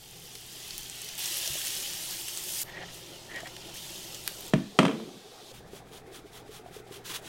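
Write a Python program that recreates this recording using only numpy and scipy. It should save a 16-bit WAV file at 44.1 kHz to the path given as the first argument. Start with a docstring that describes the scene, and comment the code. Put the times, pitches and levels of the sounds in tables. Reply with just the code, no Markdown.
"""A home kitchen, six short scenes, one microphone. Butter melts and sizzles in a steel pan as its water
boils out. A nylon spoon stirs it and scrapes garlic off a board. A bundle is banged twice on a wooden
counter and rattles to rest. Dry herbs rush against the lid of a jar that is shaken and slapped.
Behind it all, steam bubbles collapse in a large pot over the hum of the kitchen."""
import sys
import numpy as np
from scipy import signal
from scipy.fft import rfft, irfft, next_fast_len
from scipy.io import wavfile
from scipy.ndimage import uniform_filter1d, map_coordinates

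SR = 44100
rng = np.random.default_rng(int(sys.argv[2]) if len(sys.argv) > 2 else 0)


def store_wav(level_fs):
    """Save 16-bit WAV to argv[1]."""
    pcm = np.round(np.clip(np.atleast_2d(level_fs), -1, 1) * 32767)
    wavfile.write(sys.argv[1], SR, pcm.T.astype(np.int16))


N = 321048

# six scenes: (start [s])
SCENE_STARTS_S = [0, 1.179, 2.634, 3.74, 4.502, 5.52]
# near pan, one table each for scenes 1-4: (time [s], body [dB], treble [dB])
PAN_LEVELS = [
    [(.1, -53.5, -54.5), (.6, -48.5, -50.5), (1.1, -45.5, -49.5)],
    [(1.2, -38.5, -37), (1.5, -39, -38.5), (1.95, -40.5, -40), (2.4, -43.5, -42), (2.47, -44.5, -38),
     (2.6, -41, -35)],
    [(2.7, -53.5, -74), (2.86, -50, -67), (2.95, -49.5, -50.5), (3.05, -51, -58), (3.7, -50, -58)],
    [(3.76, -47, -49), (3.9, -46.5, -48.5), (4.45, -48, -49.5)],
]


def sizzle():
    """Water boils out of the fat in tiny bursts; the treble follows the nearness of the pan."""
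    # near and distant pan: (frequency [Hz], density [dB])
    near_spectrum = [(410, -28), (700, -12.5), (863, -10.5), (1350, -14), (1820, -7), (2270, -7.5),
                     (3110, 1.5), (3940, -3), (5610, -2), (12800, -8), (16000, -10.5)]
    far_spectrum = [(710, -22), (1200, -7), (1470, -37), (1870, -15), (2040, -15), (2230, -12.5),
                    (3470, -1.5), (12900, -18), (16000, -22)]
    body_db, treble_db = by_scene(PAN_LEVELS)
    fizz = bursts(count=20000, low_hz=1520, high_hz=14860, cycles=3.5,
                  spread_db=3.5, cap_db=12, share=0.19, patch_db=2.5, size=72)
    fizz = coloured(fizz, near_spectrum)
    treble = filtered(fizz, lambda hz: 1 / (1 + (6200 / (hz + 1)) ** 4))
    flutter_db = 0.68 * wobble(4.16) + 0.78 * wobble(9) + 0.42 * wobble(34.95)
    near = amp(flutter_db) * (amp(body_db) * unit(fizz - treble) + amp(treble_db) * unit(treble))
    # far off, echoes smooth the bursts into a hiss
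    far_db = background_db()[0] + 0.62 * wobble(6.7) + 3.3 * wobble(3.58)
    return near + amp(far_db) * coloured(patchy(1.7), far_spectrum)


def spits():
    """A drop explodes in the fat: a short pitched spray under a thin click."""
    # loudest spits: (time [s], spray [dB], pitch [Hz], click [dB])
    loud_spits = [(0.353, -31.5, 4230, -35), (0.707, -31, 4300, -45), (.780, -31, 12500, -25.5),
                  (1.017, -31, 8000, -35), (1.046, -44, 3500, -33), (1.088, -34, 4900, -31),
                  (1.258, -26, 6300, -31), (1.277, -37, 5800, -35), (1.356, -32, 5700, -30),
                  (1.38, -39, 5900, -27), (1.476, -24.5, 5500, -23), (1.67, -29, 5400, -28),
                  (2.11, -34, 5400, -31), (2.491, -38, 3100, -33), (3.472, -33.5, 3420, -43),
                  (3.565, -34.5, 2970, -48), (3.772, -49, 4900, -37), (3.906, -43, 3400, -37),
                  (4.146, -33.5, 5700, -35), (4.277, -30, 2000, -14.5), (4.48, -49, 5740, -33)]
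    out, t = np.zeros(N + SR), np.arange(SR // 30) / SR
    click_env = amp(-60 * t / .004) + amp(-19 - 60 * t / .03)
    spray_env = (amp(-60 * t / .012) + amp(-13 - 60 * t / .06)) * (1 - np.exp(-t / .0004))
    click_band = signal.butter(2, [2500, 15500], "bandpass", fs=SR)
    for s, spray_db, hz, click_db in loud_spits + small_spits(count=40):
        spray = unit(signal.lfilter(*signal.iirpeak(hz, 2, SR), rng.standard_normal(len(t))))
        click = unit(signal.lfilter(*click_band, rng.standard_normal(len(t))))
        spit = amp(spray_db) * spray_env * spray + amp(click_db) * click_env * click
        out[int(s * SR):][:len(t)] += spit
    return out[:N]


def small_spits(count, low_hz=3000, high_hz=7000, spread_db=2.5):
    """Random rows for spits(), scaled to the near pan."""
    when, pitch, *sizes = rng.random((count, 4)).T
    s = when * SCENE_STARTS_S[4]
    extra_db = -spread_db * np.log(1 - np.array(sizes))
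    body_db, treble_db = by_scene(PAN_LEVELS)[:, (s * SR).astype(int)] + extra_db
    return list(zip(s, body_db + 2, low_hz + pitch * (high_hz - low_hz), treble_db + 6))


def droplet_ticks(count, low_hz=7700, high_hz=15000, spread_db=3):
    """The finest droplets snap dry and high, above the pan's treble."""
    when, pitch, size = rng.random((count, 3)).T
    s = when * SCENE_STARTS_S[4]
    treble_db = by_scene(PAN_LEVELS)[1, (s * SR).astype(int)]
    tick_db = treble_db + 12.5 - spread_db * np.log(1 - size)
    return pings(s, amp(tick_db), low_hz + pitch * (high_hz - low_hz), cycles=2.7, size=96)


def counter_knocks():
    """Each contact cracks and rings the counter; a softer one reaches fewer high modes."""
    # bundle on counter: (time [s], thud [dB], crack [dB])
    contacts = [(4.536, -12, -17.5), (4.557, -29, -39), (4.789, -15.5, -6.5), (4.8, -22, -26),
                (4.830, -20, -22), (4.852, -24.5, -17.5), (4.864, -24, -25), (4.881, -32, -26.5),
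                (4.893, -28, -33), (4.912, -35, -31), (4.947, -45, -53), (5.0, -44, -43)]
    # counter top: (frequency [Hz], level [dB], t60 [s])
    counter_modes = [(158, -8, 0.15), (200.4, -2.5, 0.13), (228.5, -10.5, 0.23), (272, -10.5, 0.19),
                     (326.5, -6.5, 0.073), (369, -13, 0.078), (440, -11.5, 0.081), (508, -11, 0.037),
                     (637, -5, 0.075), (700, -5.5, 0.03), (1020, 3, 0.015), (1275, -3, 0.02),
                     (1570, -12, 0.02), (2310, -22, 0.014), (3174, 1, 0.019)]
    # contact noise: (frequency [Hz], gain [dB])
    crack_spectrum = [(100, -8), (400, 3), (1500, 1.5), (3300, -2), (4500, -12), (8800, -18.5),
                      (12000, -31), (20000, -50)]
    thuds, cracks, t = np.zeros(N + SR), np.zeros(N + SR), np.arange(SR // 2) / SR
    modes = np.array([amp(db - 60 * t / t60) * np.sin(2 * np.pi * hz * t)
                      for hz, db, t60 in counter_modes])
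    crack_env = np.exp(-(t / 0.0051) ** 2) + amp(-12.5 - 60 * t / 0.21)
    for s, thud_db, crack_db in contacts:
        reach_hz = min(1450 * amp(crack_db - thud_db), 15000)
        ring = amp(rng.normal(0, 1.8, len(modes))) @ modes
        thud = signal.lfilter(*signal.butter(2, reach_hz, fs=SR), ring)
        thuds[round(s * SR):][:len(t)] -= amp(thud_db) * thud
        cracks[round(s * SR):][:len(t)] += amp(crack_db) * crack_env * rng.standard_normal(len(t))
    cracks = filtered(cracks[:N], lambda hz: amp(along(crack_spectrum, hz)))
    damped = modes[2:7].sum(axis=0) * amp(-60 * t / 0.27)  # by the bundle's resting weight
    low_cut = signal.butter(8, 132, "highpass", fs=SR, output="sos")
    return signal.sosfilt(low_cut, thuds[:N] + cracks + rocking(damped))


def rocking(ring, start_s=4.79, settle_s=5.18, fall_db_per_s=70):
    """The bundle rocks and drags: tiny uneven contacts keep the counter ringing."""
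    t = np.arange(N) / SR
    envelope = amp(-26 - fall_db_per_s * (t - start_s)) * ((t > start_s) & (t < settle_s))
    jostle = envelope * amp(3.3 * wobble(60)) * rng.standard_normal(N)
    return signal.fftconvolve(jostle, ring / np.linalg.norm(ring))[:N]


def spoon_scrapes(rise_share=0.27, lift_off_s=0.031, chatter_db=3):
    """The spoon edge chatters over the board's resonances, slightly higher in mid-stroke."""
    # spoon on board: (start [s], length [s], level [dB])
    strokes = [(2.645, 0.21, -46.5), (2.879, 0.038, -48), (3.274, .16, -43.5), (3.44, 0.059, -47)]
    # board: (frequency [Hz], bandwidth [Hz], gain [dB])
    board_modes = [(675, 250, -8.5), (1806, 79, 5), (2210, 230, -6.5), (3060, 450, -11)]
    t = np.arange(N) / SR
    grit = amp(0.86 * wobble(70)) * rng.standard_normal(N)

    def board(tuning):
        return unit(filtered(grit, lambda f: sum(
            (-1) ** k * amp(db) * 1j * f * width / ((tuning * hz) ** 2 - f * f + 1j * f * width)
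            for k, (hz, width, db) in enumerate(board_modes))))

    envelope, pressure = np.zeros((2, N))
    for s, length_s, db in strokes:
        rise, fall = (t - s) / (rise_share * length_s), (s + length_s - t) / lift_off_s
        envelope += amp(db) * np.clip(np.minimum(rise, fall), 0, 1)
        pressure += np.sin(np.pi * np.clip((t - s) / length_s, 0, 1)) ** 2
    rub = (1 - pressure) * board(0.99) + pressure * board(1.041)
    return rub * envelope * amp(chatter_db * wobble(35))


def herb_jar():
    """Dry flakes rush against the lid at each shake or slap, more softly on the return stroke."""
    # downstrokes and hand slaps: (time [s], level [dB])
    shakes = [(5.56, -50), (5.758, -49.5), (5.955, -49.5), (6.155, -48.5), (6.359, -48.5), (6.554, -47),
              (6.756, -48), (6.947, -47), (7.265, -46)]
    slaps = [(7.061, -41.5), (7.106, -36.5), (7.151, -35.5)]
    # flakes in the jar: (frequency [Hz], density [dB])
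    flake_spectrum = [(530, -36), (900, -3), (1660, -2.5), (1990, -4), (2600, -2), (3380, 2), (4250, -3.5),
                      (11000, -7.5), (15100, -13.5), (16000, -6)]
    returns = [(s + 0.12, db - 11) for s, db in shakes]
    rush = swells(shakes, rise_s=0.026, fall_s=0.032)
    rush += swells(returns, rise_s=0.018, fall_s=0.018)
    rush += swells(slaps, rise_s=0.009, fall_s=0.021)
    flakes = bursts(count=30000, low_hz=930, high_hz=15800, cycles=1.5,
                    spread_db=4, cap_db=8, share=.3, patch_db=1.5, size=48)
    return rush * amp(1.3 * wobble(90)) * coloured(flakes, flake_spectrum)


def simmer():
    """Steam bubbles collapse in the pot; from the side (scenes 2-4) it booms at other pitches."""
    # pot, and pot from the side of the stove: (frequency [Hz], density [dB])
    pot_spectrum = [(140, -46), (230, -10), (271, -8), (296, -9.5), (389, -1.5), (445, -4.5), (569, -13),
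                    (617, -10.5), (780, -7.5), (1010, -20), (1150, -17), (2000, -20), (2600, -20),
                    (4400, -120)]
    side_spectrum = [(140, -47), (230, -8), (285, -8), (334, 1.5), (399, -1), (467, -10.5), (532, -3),
                     (594, -7), (863, -8), (1100, -16.5), (1430, -13.5), (2420, -120)]
    t = np.arange(N) / SR
    bubbles = bursts(count=4000, low_hz=254.5, high_hz=1982, cycles=4.9,
                     spread_db=1.5, cap_db=13.5, share=0.066, patch_db=3.0, size=900)
    from_side = (t > SCENE_STARTS_S[1]) & (t < SCENE_STARTS_S[4])
    boil = np.where(from_side, coloured(bubbles, side_spectrum), coloured(bubbles, pot_spectrum))
    return amp(background_db()[1] + 0.98 * wobble(9) + 0.31 * wobble(2.94)) * boil


def plops():
    """Single bubbles ring with rising pitch; thick sauce adds small ones in the last scene."""
    # biggest bubbles and spoon bumps: (time [s], level [dB], pitch [Hz])
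    big_plops = [(1.475, -40, 614), (1.503, -41, 137), (1.554, -37.5, 595), (2.834, -35.5, 726),
                 (3.433, -32.5, 656), (5.514, -40, 484), (5.733, -35.5, 387), (6.492, -37, 417),
                 (6.661, -34.5, 670), (6.765, -35.5, 410), (6.91, -38.5, 384)]
    small_plops = [(rng.uniform(SCENE_STARTS_S[5], N / SR), rng.normal(-45, 2.3),
                    401 * amp(rng.normal(0, 0.75)) * rng.choice([0.95, 0.974, 1, 1.8]))
                   for _ in range(20)]
    s, db, hz = np.transpose(big_plops + small_plops)
    return pings(s, amp(db), hz, cycles=3.9, size=2500, glide=0.0068)


def stand_bumps():
    """Dull pushes travel through the counter and the microphone stand."""
    # (time [s], level [dB], pitch [Hz])
    pushes = [(.72, -49, 33), (.79, -49, 33), (1.5, -46, 70), (4.536, -37, 55), (4.789, -42, 60)]
    s, db, hz = np.transpose(pushes)
    return pings(s, amp(db), hz, cycles=2.1, size=9000)


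def hum():
    """Low unsteady noise with mains tones."""
    # mains tones: (frequency [Hz], amplitude re noise rms [dB])
    mains = [(60, -7.5), (120, -1.5)]
    # low noise: (frequency [Hz], density [dB])
    hum_spectrum = [(12, 0.5), (25, -1.5), (60, -6.5), (95, -3.5), (125, -2.5), (170, 3.5), (240, -10),
                    (400, -46)]
    t = np.arange(N) / SR
    tones = sum(amp(db + 1.1 * wobble(8)) * np.sin(2 * np.pi * hz * t) for hz, db in mains)
    drone = unit(coloured(rng.standard_normal(N), hum_spectrum) + tones)
    return amp(background_db()[2] + .6 * wobble(6) + .9 * wobble(2.5)) * drone


def kitchen_reverb(x):
    """Reflections die at a different rate at each frequency."""
    # (frequency [Hz], t60 [s])
    decay = [(150, 0.47), (1000, 0.37), (4000, 0.57), (12000, 0.43)]
    hz, t, z = signal.stft(rng.standard_normal(SR // 2), SR, nperseg=256)
    tail = signal.istft(z * amp(-60 * t / along(decay, hz)[:, None]), SR, nperseg=256)[1]
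    return signal.fftconvolve(np.pad(x, (300, 0)), tail / np.linalg.norm(tail))[:N]


def background_db():
    """Per-sample levels of distant pan, simmer and hum."""
    # per scene: (distant pan [dB], simmer start [dB], simmer end [dB], hum start [dB], hum end [dB])
    levels = [(-120, -57, -57, -58, -56.5), (-120, -56, -53.5, -58, -57.5),
              (-120, -52.5, -52, -55.5, -55.5), (-120, -54, -51.5, -54, -55), (-51, -54, -53.5, -58, -65.5),
              (-66, -53.5, -51.5, -56, -55.5)]
    spans = zip(SCENE_STARTS_S, SCENE_STARTS_S[1:] + [N / SR], levels)
    return by_scene([[(start, pan, pot0, hum0), (end, pan, pot1, hum1)]
                     for start, end, (pan, pot0, pot1, hum0, hum1) in spans])


def by_scene(tables, silent_db=-120.0):
    """Per-sample level columns from one (time [s], levels [dB]...) table a scene."""
    t = np.arange(N) / SR
    out = np.full((len(tables[0][0]) - 1, N), silent_db)
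    for start, end, rows in zip(SCENE_STARTS_S, SCENE_STARTS_S[1:] + [N / SR], tables):
        s, *columns = np.transpose(rows)
        inside = (t >= start) & (t < end)
        out[:, inside] = [np.interp(t[inside], s, column) for column in columns]
    return out


def bursts(count, low_hz, high_hz, cycles, spread_db, cap_db, share, patch_db, size):
    """Random pings, a few large, carry a share of the power; noise stands for countless small ones."""
    when, pitch, big = rng.random((count, 3)).T
    hz = low_hz + (high_hz - low_hz) * pitch
    db = np.minimum(-spread_db * np.log(1 - big), cap_db)
    gain = np.sqrt(hz) * amp(db)  # equal energy at every pitch
    pops = unit(pings(when * N / SR, gain, hz, cycles, size))
    return np.sqrt(share) * pops + np.sqrt(1 - share) * patchy(patch_db)


def pings(s, gain, hz, cycles, size, glide=0):
    """Damped sines, `size` samples long, falling to 1/e in `cycles`."""
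    turn = np.arange(size) / SR * hz[:, None]
    wave = gain[:, None] * np.sin(2 * np.pi * turn * (1 + glide * turn)) * np.exp(-turn / cycles)
    at = (s * SR).astype(int)[:, None] + np.arange(size)
    return np.bincount(at.ravel(), wave.ravel(), N + size)[:N]


def patchy(depth_db, bins=3, frames=5):
    """Noise of rms 1 whose level drifts in patches over pitch and time."""
    z = signal.stft(rng.standard_normal(N), nperseg=1024)[2]
    field = uniform_filter1d(uniform_filter1d(rng.standard_normal(z.shape), bins, 0), frames, 1)
    return unit(signal.istft(z * amp(depth_db * unit(field)), nperseg=1024)[1][:N])


def swells(rows, rise_s, fall_s):
    """Bell-shaped gains from (time [s], level [dB])."""
    t = np.arange(0, N + 32, 32) / SR
    gain = sum(amp(db) * np.exp(-.5 * ((t - s) / np.where(t < s, rise_s, fall_s)) ** 2) for s, db in rows)
    return np.interp(np.arange(N) / SR, t, gain)


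def wobble(rate_hz):
    """Smooth random curve with knots at rate_hz."""
    return map_coordinates(rng.standard_normal(int(N * rate_hz / SR) + 4), [np.arange(N) * rate_hz / SR])


def coloured(x, spectrum):
    """x shaped by (frequency [Hz], gain [dB]), at rms 1."""
    return unit(filtered(x, lambda hz: amp(along(spectrum, hz))))


def filtered(x, response):
    """x through a complex frequency response."""
    size = next_fast_len(N + SR // 2)
    return irfft(rfft(x, size) * response(np.fft.rfftfreq(size, 1 / SR)), size)[..., :N]


def along(points, hz):
    """Interpolate (frequency [Hz], value) on a log axis."""
    knots_hz, values = np.transpose(points)
    return np.interp(np.log(hz + 1), np.log(knots_hz + 1), values)


def amp(db):
    """dB to gain."""
    return 10 ** (np.asarray(db) / 20)


def unit(x):
    """x at rms 1."""
    return x / np.sqrt(np.mean(x ** 2) + 1e-20)


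def scene():
    """Mono mix; knocks, spits and ticks also excite the room."""
    hits = counter_knocks() + spits() + droplet_ticks(count=220)
    mono = hits + amp(-11.5) * kitchen_reverb(hits)
    mono += sizzle() + spoon_scrapes() + herb_jar()
    mono += simmer() + plops() + stand_bumps() + hum()
    return np.array([mono, mono])


def record(dry):
    """Steep low-pass at 16 kHz."""
    return filtered(dry, lambda hz: 1 / (1 + (hz / 16000) ** 200))


dry = scene()
out = record(dry)
store_wav(out)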